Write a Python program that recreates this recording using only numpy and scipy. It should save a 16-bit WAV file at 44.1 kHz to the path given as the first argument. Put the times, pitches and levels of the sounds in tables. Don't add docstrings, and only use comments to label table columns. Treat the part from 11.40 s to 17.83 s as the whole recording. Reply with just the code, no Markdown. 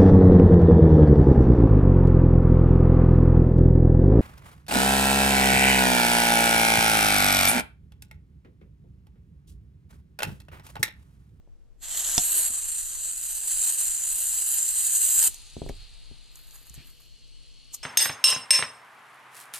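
import sys
import numpy as np
from scipy import signal
from scipy.fft import rfft, irfft, next_fast_len
from scipy.io import wavfile
from scipy.ndimage import uniform_filter1d, map_coordinates

SR = 44100
rng = np.random.default_rng(int(sys.argv[2]) if len(sys.argv) > 2 else 0)


def store_wav(level_fs):
    pcm = np.round(np.clip(np.atleast_2d(level_fs), -1, 1) * 32767)
    wavfile.write(sys.argv[1], SR, pcm.T.astype(np.int16))


N = 283563


# (frequency [Hz], level [dB per Hz])
BENCH_SPECTRUM = [(12, -5.5), (20, -5), (33, 5.5), (45, -10), (65, -12.5), (100, -16), (140, -26),
                  (220, -57)]
# (frequency [Hz], level [dB per Hz])
MOUNT_SPECTRUM = [(10, -15.5), (16, -10), (24, 4.5), (33, -1.5), (45, -14), (65, -25), (110, -18.5),
                  (220, -64)]
# (time [s], peak [dB], rise [s], fall [s])
BENCH_LEANS = [(0.78, -58, 0.23, 0.47), (4.36, -41.5, 0.16, .14)]
# (frequency [Hz], level [dB per Hz])
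ROOM_SPECTRUM = [(50, -29), (90, -3), (150, -4), (320, -7.5), (600, -14), (1000, -22), (2000, -27.5),
                 (8000, -33.5), (11000, -46), (13000, -75.5)]
# (frequency [Hz], left level [dB], right level [dB])
HUM_TONES = [(62, -68.5, -74.5), (122, -67, -81), (481, -84, -77)]
SWAY_DB, SWAY_FADE_DB_PER_S = -61, 1.7
ROOM_DB = -69.5

# (frequency [Hz], likeness [0-1])
JET_LIKENESS = [(100, 0), (330, 0.53), (700, 1), (1100, 1), (3100, 1), (4200, 0.67), (7500, 0.66),
                (9500, 0.87), (14000, 0.02)]
# (frequency [Hz], likeness [0-1])
SPREAD_LIKENESS = [(130, 0.19), (380, 0.38), (700, 0.66), (1300, 0.85), (2800, 0.99), (4200, 0.64),
                   (7500, 0.54), (14000, 0.19)]
# (frequency [Hz], time to fall 60 dB [s])
ROOM_DECAY = [(300, .1), (1500, .06), (4000, .14), (12000, 0.32)]
# (delay [s], level [dB], extra treble delay on the left [s])
EARLY_ECHOES = [(.0031, -24, .00002), (.0074, -16, -.00003), (0.0124, -21.5, .00004),
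                (0.0184, -22, -.00002)]

# (time [s], level [dB], brightness [Hz])
BENCH_KNOCKS = [(0.075, -49.5, 600), (0.78, -24, 1010), (1.103, -42.5, 240), (3.882, -42, 504),
                (4.167, -26.5, 350), (4.218, -22, 460), (4.263, -27, 457), (4.296, -22.5, 503),
                (4.713, -39.5, 290), (5.306, -42.5, 86), (5.377, -40, 130)]
# (frequency [Hz], width [Hz], level [dB])
BENCH_RESONANCES = [(67, 30, 6), (130, 54, 0.5), (212, 52, -4), (364, 230, -5.5), (684, 380, -3.5)]
# (frequency [Hz], level [dB per Hz])
RIM_SPECTRUM = [(500, -16), (1300, -7), (2450, 3.5), (3500, -9), (5500, -6), (9000, -10), (12500, -8),
                (14500, -30)]
RIM_S = 4.29

# (time [s], level [dB], time to fall 60 dB [s])
LIGHT_CONTACTS = [(0.429, -38, 0.043), (3.827, -15, .02), (3.943, -26.5, .03), (4.263, -46, .025),
                  (4.956, -32.5, 0.022), (5.109, -36, 0.011), (5.156, -43, .012), (5.177, -43, .015),
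                  (5.297, -32, 0.014), (5.348, -38.5, 0.093), (6.348, -34, 0.084)]
# (frequency [Hz], level [dB per Hz])
HARD_PART_SPECTRUM = [(350, -50), (600, -33), (765, -10), (1600, -23.5), (4970, -8), (6690, 4.5),
                      (9490, 0.5), (10700, -11), (12400, 3), (13300, -13.5), (15000, -77.5)]
# (time [s], peak [dB], rise [s], fall [s])
FINGER_RUBS = [(4.96, -58.5, .025, .1), (5.16, -51.5, 0.078, 0.068), (5.27, -56, .01, 0.022),
               (5.342, -49.5, .006, .01), (5.49, -55, 0.049, 0.043), (5.612, -60, .012, 0.053)]
# (frequency [Hz], level [dB per Hz])
SKIN_SPECTRUM = [(180, -48), (300, -12), (1230, -2), (3070, -7.5), (4250, -12), (4770, -3), (5800, -31),
                 (6510, 0), (10800, 0.5), (12500, 8), (15000, -20)]
# (frequency [Hz], level [dB per Hz])
MAT_SPECTRUM = [(50, 7), (110, 13), (250, 7), (500, -9), (1200, -9), (3300, 4), (4800, -10), (7000, -16),
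                (14000, -46)]
DRAG_S, DRAG_DB, DRAG_RISE_S, DRAG_FALL_S = 5.387, -51.5, 0.02, 0.064
CAP_S, CAP_DB, CAP_RISE_S, CAP_FALL_S = 6.347, -27.5, 0.0064, 0.0038

# (frequency [Hz], level [dB per Hz])
FRESH_SPECTRUM = [(530, -25), (900, -17.5), (1080, -23), (1180, -18), (1360, -20), (2010, -18.5),
                  (2790, -9), (3250, -10), (4060, -5), (4320, -2.5), (5600, -21), (7280, -50),
                  (12300, -120)]
# (frequency [Hz], level [dB per Hz])
DRYING_SPECTRUM = [(410, -64), (700, -31), (1120, -21), (1370, -24.5), (1990, -21), (2100, -16.5),
                   (2430, -13.5), (2970, -3.5), (3690, -11), (3850, -10), (4430, 1.5), (4750, -12.5),
                   (5600, -13), (7280, -41), (12300, -120)]
# (frequency [Hz], level [dB per Hz])
BUBBLE_SPECTRUM = [(2940, -31), (5000, -8), (5400, -10), (6340, -1), (7560, -0.5), (8940, -1),
                   (10800, -4.5), (11700, -22), (12500, -10), (14000, -37)]
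# (time [s], extra level [dB], half length [s])
PUDDLE_FLARES = [(4.42, 3, .045), (5.4, 4.5, 0.083)]
SIMMER_DB, SIMMER_FADE_DB_PER_S = -52.5, 5
DRY_S, DRYING_DB, DRYING_GROW_DB_PER_S = 5.15, -61.5, 4
CRACKLE_DB, FRESH_CRACKLE_DB, CRACKLE_SETTLE_S = -66.5, 23, 0.35

# (frequency [Hz], level [dB per Hz])
SNAP_SPECTRUM = [(60, 9), (130, -7), (330, 10.5), (580, -13), (760, 5.5), (1100, -9), (2000, -9.5),
                 (3000, -18), (4000, -3), (4900, -1), (6000, 3.5), (7200, 1.5), (9300, -1), (10600, -29),
                 (12200, -24), (14000, -55)]
# (frequency [Hz], level [dB], time to fall 60 dB [s])
CAN_TONES = [(732, -9.5, 0.083), (910, -16, 0.029), (3520, -3.5, 0.036), (5900, -2, .035)]
SEAT_S = 0.7797

# (time [s], hiss level [dB])
JET_STRENGTH = [(0.44, -42), (0.57, -30), (1.04, -24), (1.12, -32), (1.14, -30.5), (1.5, -34.5),
                (1.61, -32.5), (1.75, -35), (2.07, -29.5), (2.09, -27), (2.31, -25), (2.37, -29.5),
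                (2.39, -24), (2.45, -28), (2.63, -31.5), (2.77, -28), (3.58, -26), (3.86, -21)]
# (frequency [Hz], level [dB per Hz])
LOOSE_HISS = [(3120, -62), (5300, -19), (5860, -15), (6300, -10), (7500, 0.5), (8560, -12.5), (9520, -7),
              (10600, -22), (11200, -7), (14600, -54), (22000, -120)]
# (frequency [Hz], level [dB per Hz])
SEATED_HISS = [(3120, -57), (5300, -48), (6500, -5.5), (7940, 2), (8480, 1.5), (9400, -4), (10300, -8),
               (10800, -23), (11200, 2), (14600, -51.5), (22000, -120)]
# (frequency [Hz], level [dB per Hz])
FLOWING_HISS = [(3120, -47), (5300, -23), (5580, -25), (6200, -10.5), (6680, -9), (7050, 0.5), (7370, 1.5),
                (8680, 0.5), (9740, -7.5), (10500, -6), (11100, -39), (11400, -20), (14800, -34),
                (22000, -120)]
# (frequency [Hz], level [dB per Hz])
LOOSE_RUSH_SPECTRUM = [(150, -44), (250, -12), (277, -18), (480, -18), (677, -9), (1100, -11.5), (1880, -7),
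                       (2220, -11), (3220, -2), (3900, -3.5), (4210, 0), (5300, -11.5), (6890, -36),
                       (11700, -120)]
# (frequency [Hz], level [dB per Hz])
SEATED_RUSH_SPECTRUM = [(150, -43.5), (250, -26), (342, -17.5), (385, -23.5), (433, -20), (925, -10),
                        (1140, -14), (1600, -6), (2220, -10.5), (2670, -3), (3000, -1), (3470, -6.5),
                        (4160, 2), (5480, -7.5), (5700, -1.5), (7410, -27), (12500, -120)]
# (frequency [Hz], level [dB per Hz])
DRY_SPRAY_SPECTRUM = [(6290, -24), (10700, -29), (11500, 1.5), (12100, -2.5), (12600, 4), (13600, -34),
                      (14400, -35), (14800, -45)]
# (frequency [Hz], level [dB per Hz])
WET_SPRAY_SPECTRUM = [(6410, -53.5), (10900, 3), (11300, 3), (12200, 9.5), (13900, 6), (14500, -22),
                      (15300, -32)]
# (time [s], extra level [dB], half length [s])
LIQUID_SPURTS = [(0.57, 6, 0.035), (0.98, 7, 0.043), (2.325, 0, .02), (2.45, 2, 0.027), (3.84, 3.5, 0.027)]
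# (frequency [Hz], width [Hz], depth [dB])
STEADY_DIPS = [(2260, 48, -7.5), (3535, 47, -9)]
OPEN_S, OPEN_RISE_S = 0.4305, 0.0094
SHUT_S, SHUT_FALL_S = 3.876, 0.0098
RUSH_DB, RUSH_LAG = -16.5, 0.14
PART_S, PART_SHARE = 3.83, 0.38
LOOSE_RUSH_DB, TIGHTEN_S, LOOSEN_S = 8, 0.36, 0.019
SPRAY_DB = -7.5
HOLLOW_SEATED_HZ, HOLLOW_FLOWING_HZ, HOLLOW_CREEP_S = 4810, 5630, 0.9

TOP_HZ = 15100


def amp(db):
    return 10 ** (np.asarray(db) / 20)


def unit(x):
    return x / np.sqrt(np.mean(x ** 2) + 1e-20)


def along(points, hz):
    f, values = np.transpose(points)
    return np.interp(np.log(hz + 1), np.log(f + 1), values)


def clock():
    return np.arange(N) / SR


def short_clock():
    return np.arange(SR // 4) / SR


def blend(a, b, start, length):
    share = np.clip((clock() - start) / length, 0, 1)
    return a * (1 - share) + b * share


def held(start, end, rise, fall):
    t = clock()
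    return np.exp(np.minimum(t - start, 0) / rise - np.maximum(t - end, 0) / fall)


def stroke(s, db, rise, fall):
    return amp(db) * held(s, s, rise, fall)


def swells(rows):
    t = clock()
    return amp(sum(db * np.exp(-((t - s) / length) ** 2) for s, db, length in rows))


def wobble(rate):
    knots = rng.standard_normal(int(N * rate / SR) + 4)
    return map_coordinates(knots, [np.arange(N) * rate / SR])


def spits(rate, size, life):
    bursts = (rng.random(N) < rate / SR) * rng.exponential(size=N)
    fading = signal.lfilter([1], [1, -np.exp(-1 / (life * SR))], bursts)
    return np.sqrt(1 + size * fading)


def turbulence(patchy_db):
    z = signal.stft(rng.standard_normal((2, N)), nperseg=512)[2]
    patches = uniform_filter1d(rng.standard_normal(z.shape[1:]), size=4, axis=0)
    patches = uniform_filter1d(patches, size=22, axis=1)
    return signal.istft(z * amp(patchy_db * unit(patches)), nperseg=512)[1][:, :N]


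def filtered(x, response):
    n = x.shape[-1]
    padded = next_fast_len(n + 8192)
    return irfft(rfft(x, padded) * response(np.fft.rfftfreq(padded, 1 / SR)), padded)[..., :n]


def coloured(pair, spectrum, alike=SPREAD_LIKENESS):
    def response(hz):
        likeness = np.clip(along(alike, hz), -1, 1)
        return amp(along(spectrum, hz)) * np.sqrt([1 + likeness, 1 - likeness])
    mid, side = filtered(pair, response)
    return np.array([mid + side, mid - side])


def noise(spectrum, patchy_db, flutter=1):
    return unit(coloured(turbulence(patchy_db) * flutter, spectrum))


def crack(spectrum, t60):
    t = short_clock()
    burst = coloured(rng.standard_normal((2, len(t))), spectrum, JET_LIKENESS)
    burst = burst * amp(-60 * t / t60)
    return burst / np.abs(burst).max()


def add(track, s, sound):
    part = track[..., round(s * SR):][..., :sound.shape[-1]]
    part += sound[..., :part.shape[-1]]


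def rumble(spectrum):
    return unit(filtered(rng.standard_normal(N), lambda hz: amp(along(spectrum, hz))))


def background():
    t = clock()
    sway = amp(SWAY_DB - SWAY_FADE_DB_PER_S * t) + sum(stroke(*lean) for lean in BENCH_LEANS)
    opposed = rumble(BENCH_SPECTRUM) * np.array([[1], [-1]])
    bench = sway * (rumble(BENCH_SPECTRUM) + 0.5 * opposed)
    mount = amp(-49.0) * rumble(MOUNT_SPECTRUM) * np.array([[1.2], [-0.8]])
    hum = sum(amp([[left], [right]]) * np.sin(2 * np.pi * hz * t) for hz, left, right in HUM_TONES)
    air = amp(ROOM_DB) * unit(coloured(rng.standard_normal((2, N)), ROOM_SPECTRUM))
    return bench + mount + hum + air


def walls(x):
    hz, t, z = signal.stft(rng.standard_normal((2, SR // 3)), SR, nperseg=256)
    fade = amp(-60 * t / along(ROOM_DECAY, hz)[:, None])
    tail = signal.istft(z * fade, SR, nperseg=256)[1]
    return signal.fftconvolve(x, tail / np.linalg.norm(tail[0]), axes=1)[:, :N]


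def paths(hz):
    apart = np.clip(hz / 4500, 0, 1) ** 3

    def delay(s, left_lag):
        return np.exp(-2j * np.pi * hz * (s + apart * np.array([[left_lag], [0]])))

    return delay(0, 2.15e-5) + sum(amp(db) * delay(s, lag) for s, db, lag in EARLY_ECHOES)


def bench_response(f):
    return sum(amp(db) * 1j * f * width / (centre * centre - f * f + 1j * f * width)
               for centre, width, db in BENCH_RESONANCES)


def knocks():
    out, t = np.zeros((2, N)), short_clock()
    for s, db, bright_hz in BENCH_KNOCKS:
        def thud_response(f):
            softness = 1 + 0.9j * f / bright_hz - (f / bright_hz) ** 2
            return bench_response(f) / softness / (1 + 1j * f / 900)

        rattle = amp(-60 * t / 0.15) * rng.standard_normal((2, len(t)))
        shudder = filtered(rattle, lambda f: 1 / (1 + 1j * f / 450))
        thud = filtered((t == 0) + 0.041 * shudder, thud_response)
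        add(out, s, amp(db + 2.0) * thud / np.abs(thud).max())
    add(out, RIM_S, amp(-33.0) * crack(RIM_SPECTRUM, t60=0.044))
    return out


def handling():
    skin = noise(SKIN_SPECTRUM, 1.5, spits(rate=150, size=2.5, life=0.002))
    mat = noise(MAT_SPECTRUM, 2.6, spits(rate=90, size=3, life=0.0014))
    cap = noise(HARD_PART_SPECTRUM, 1.3, spits(rate=400, size=2.5, life=0.00031))
    out = sum(stroke(*rub) for rub in FINGER_RUBS) * skin
    out += stroke(DRAG_S, DRAG_DB, DRAG_RISE_S, DRAG_FALL_S) * mat
    out += stroke(CAP_S, CAP_DB, CAP_RISE_S, CAP_FALL_S) * cap
    for s, db, t60 in LIGHT_CONTACTS:
        add(out, s, amp(db - 1.5) * crack(HARD_PART_SPECTRUM, t60))
    return out


def puddle():
    t = clock()
    age = np.maximum(t - SHUT_S, 0)
    boiling = turbulence(patchy_db=0.5)
    fresh_gain = amp(SIMMER_DB - SIMMER_FADE_DB_PER_S * age)
    fresh = fresh_gain * unit(coloured(boiling, FRESH_SPECTRUM))
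    drying_gain = amp(DRYING_DB + DRYING_GROW_DB_PER_S * (t - DRY_S))
    drying = drying_gain * unit(coloured(boiling, DRYING_SPECTRUM))
    simmer = swells(PUDDLE_FLARES) * blend(fresh, drying, DRY_S, 0.39)
    bubbles = spits(rate=230, size=2.0, life=0.001)
    crackle_gain = amp(CRACKLE_DB + FRESH_CRACKLE_DB * np.exp(-age / CRACKLE_SETTLE_S))
    crackle = crackle_gain * noise(BUBBLE_SPECTRUM, 2.1, bubbles)
    return blend(0, simmer + crackle, SHUT_S, 0.01)


def seating():
    out, t = np.zeros((2, N)), short_clock()
    ring = sum(amp(db - 60 * t / t60) * np.sin(2 * np.pi * hz * t) for hz, db, t60 in CAN_TONES)
    snap = np.tanh(2.0 * crack(SNAP_SPECTRUM, t60=0.016))
    add(out, SEAT_S, amp(-6.0) * snap + amp(-19.0) * ring)
    return out


def hollowed(x, depth_db, width_hz):
    hz, t, z = signal.stft(x, SR, nperseg=1024)

    def bell(centre, width):
        return np.exp(-((hz[:, None] - centre) / width) ** 2)

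    still_to_go = (HOLLOW_SEATED_HZ - HOLLOW_FLOWING_HZ) * np.exp((SEAT_S - t) / HOLLOW_CREEP_S)
    creeping = HOLLOW_FLOWING_HZ + still_to_go
    steady = sum(db * bell(centre, width) for centre, width, db in STEADY_DIPS)
    moving = depth_db * sum(bell(k * creeping, width_hz) / k for k in (1, 2))
    return signal.istft(z * amp(steady - moving), SR, nperseg=1024)[1][:, :N]


def gas(stream, spectrum):
    return unit(coloured(stream, spectrum, JET_LIKENESS))


def jet():
    t = clock()
    hiss_db = np.interp(t, *np.transpose(JET_STRENGTH))
    valve = held(OPEN_S, SHUT_S, OPEN_RISE_S, SHUT_FALL_S)
    hiss = amp(hiss_db + 0.67 * wobble(25.04)) * valve
    looseness = held(0, OPEN_S, TIGHTEN_S, TIGHTEN_S)
    looseness = looseness + PART_SHARE * held(PART_S, np.inf, LOOSEN_S, LOOSEN_S)
    rush = amp(RUSH_DB + LOOSE_RUSH_DB * looseness - RUSH_LAG * (hiss_db - hiss_db.mean()))
    spray = amp(SPRAY_DB) * swells(LIQUID_SPURTS)
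    sputter = spits(rate=300, size=0.6, life=0.00047) * amp(0.89 * wobble(90) + 1.23 * wobble(380))
    edge = sputter * turbulence(2.6)
    core = sputter * turbulence(1.0)
    drops = sputter * turbulence(4.4)
    gap = blend(gas(edge, LOOSE_HISS), gas(edge, SEATED_HISS), SEAT_S, 0.079)
    gap = blend(gap, gas(edge, FLOWING_HISS), 1.1, 0.06)
    body = blend(gas(core, LOOSE_RUSH_SPECTRUM), gas(core, SEATED_RUSH_SPECTRUM), SEAT_S, 0.015)
    mist = blend(gas(drops, DRY_SPRAY_SPECTRUM), gas(drops, WET_SPRAY_SPECTRUM), 1.4, 0.7)
    free = amp(1.77) * gap + rush * body + spray * mist
    flow = hiss * blend(free, hollowed(free, depth_db=11.5, width_hz=173), SEAT_S, 0.05)
    sealed = np.abs(t - SEAT_S + 0.0022) < 0.0022
    return flow * amp(-18 * uniform_filter1d(sealed * 1.0, size=30))


def scene():
    slightly_right, to_the_left = amp([[-0.4], [0.4]]), amp([[0.8], [-0.8]])
    near = (jet() + seating()) * slightly_right
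    near = near + (puddle() + knocks()) * to_the_left + handling()
    return amp(0.16) * filtered(near, paths) + amp(-22) * walls(near) + background()


def record(dry):
    return filtered(dry, lambda hz: hz < TOP_HZ)


dry = scene()
out = record(dry)
store_wav(out)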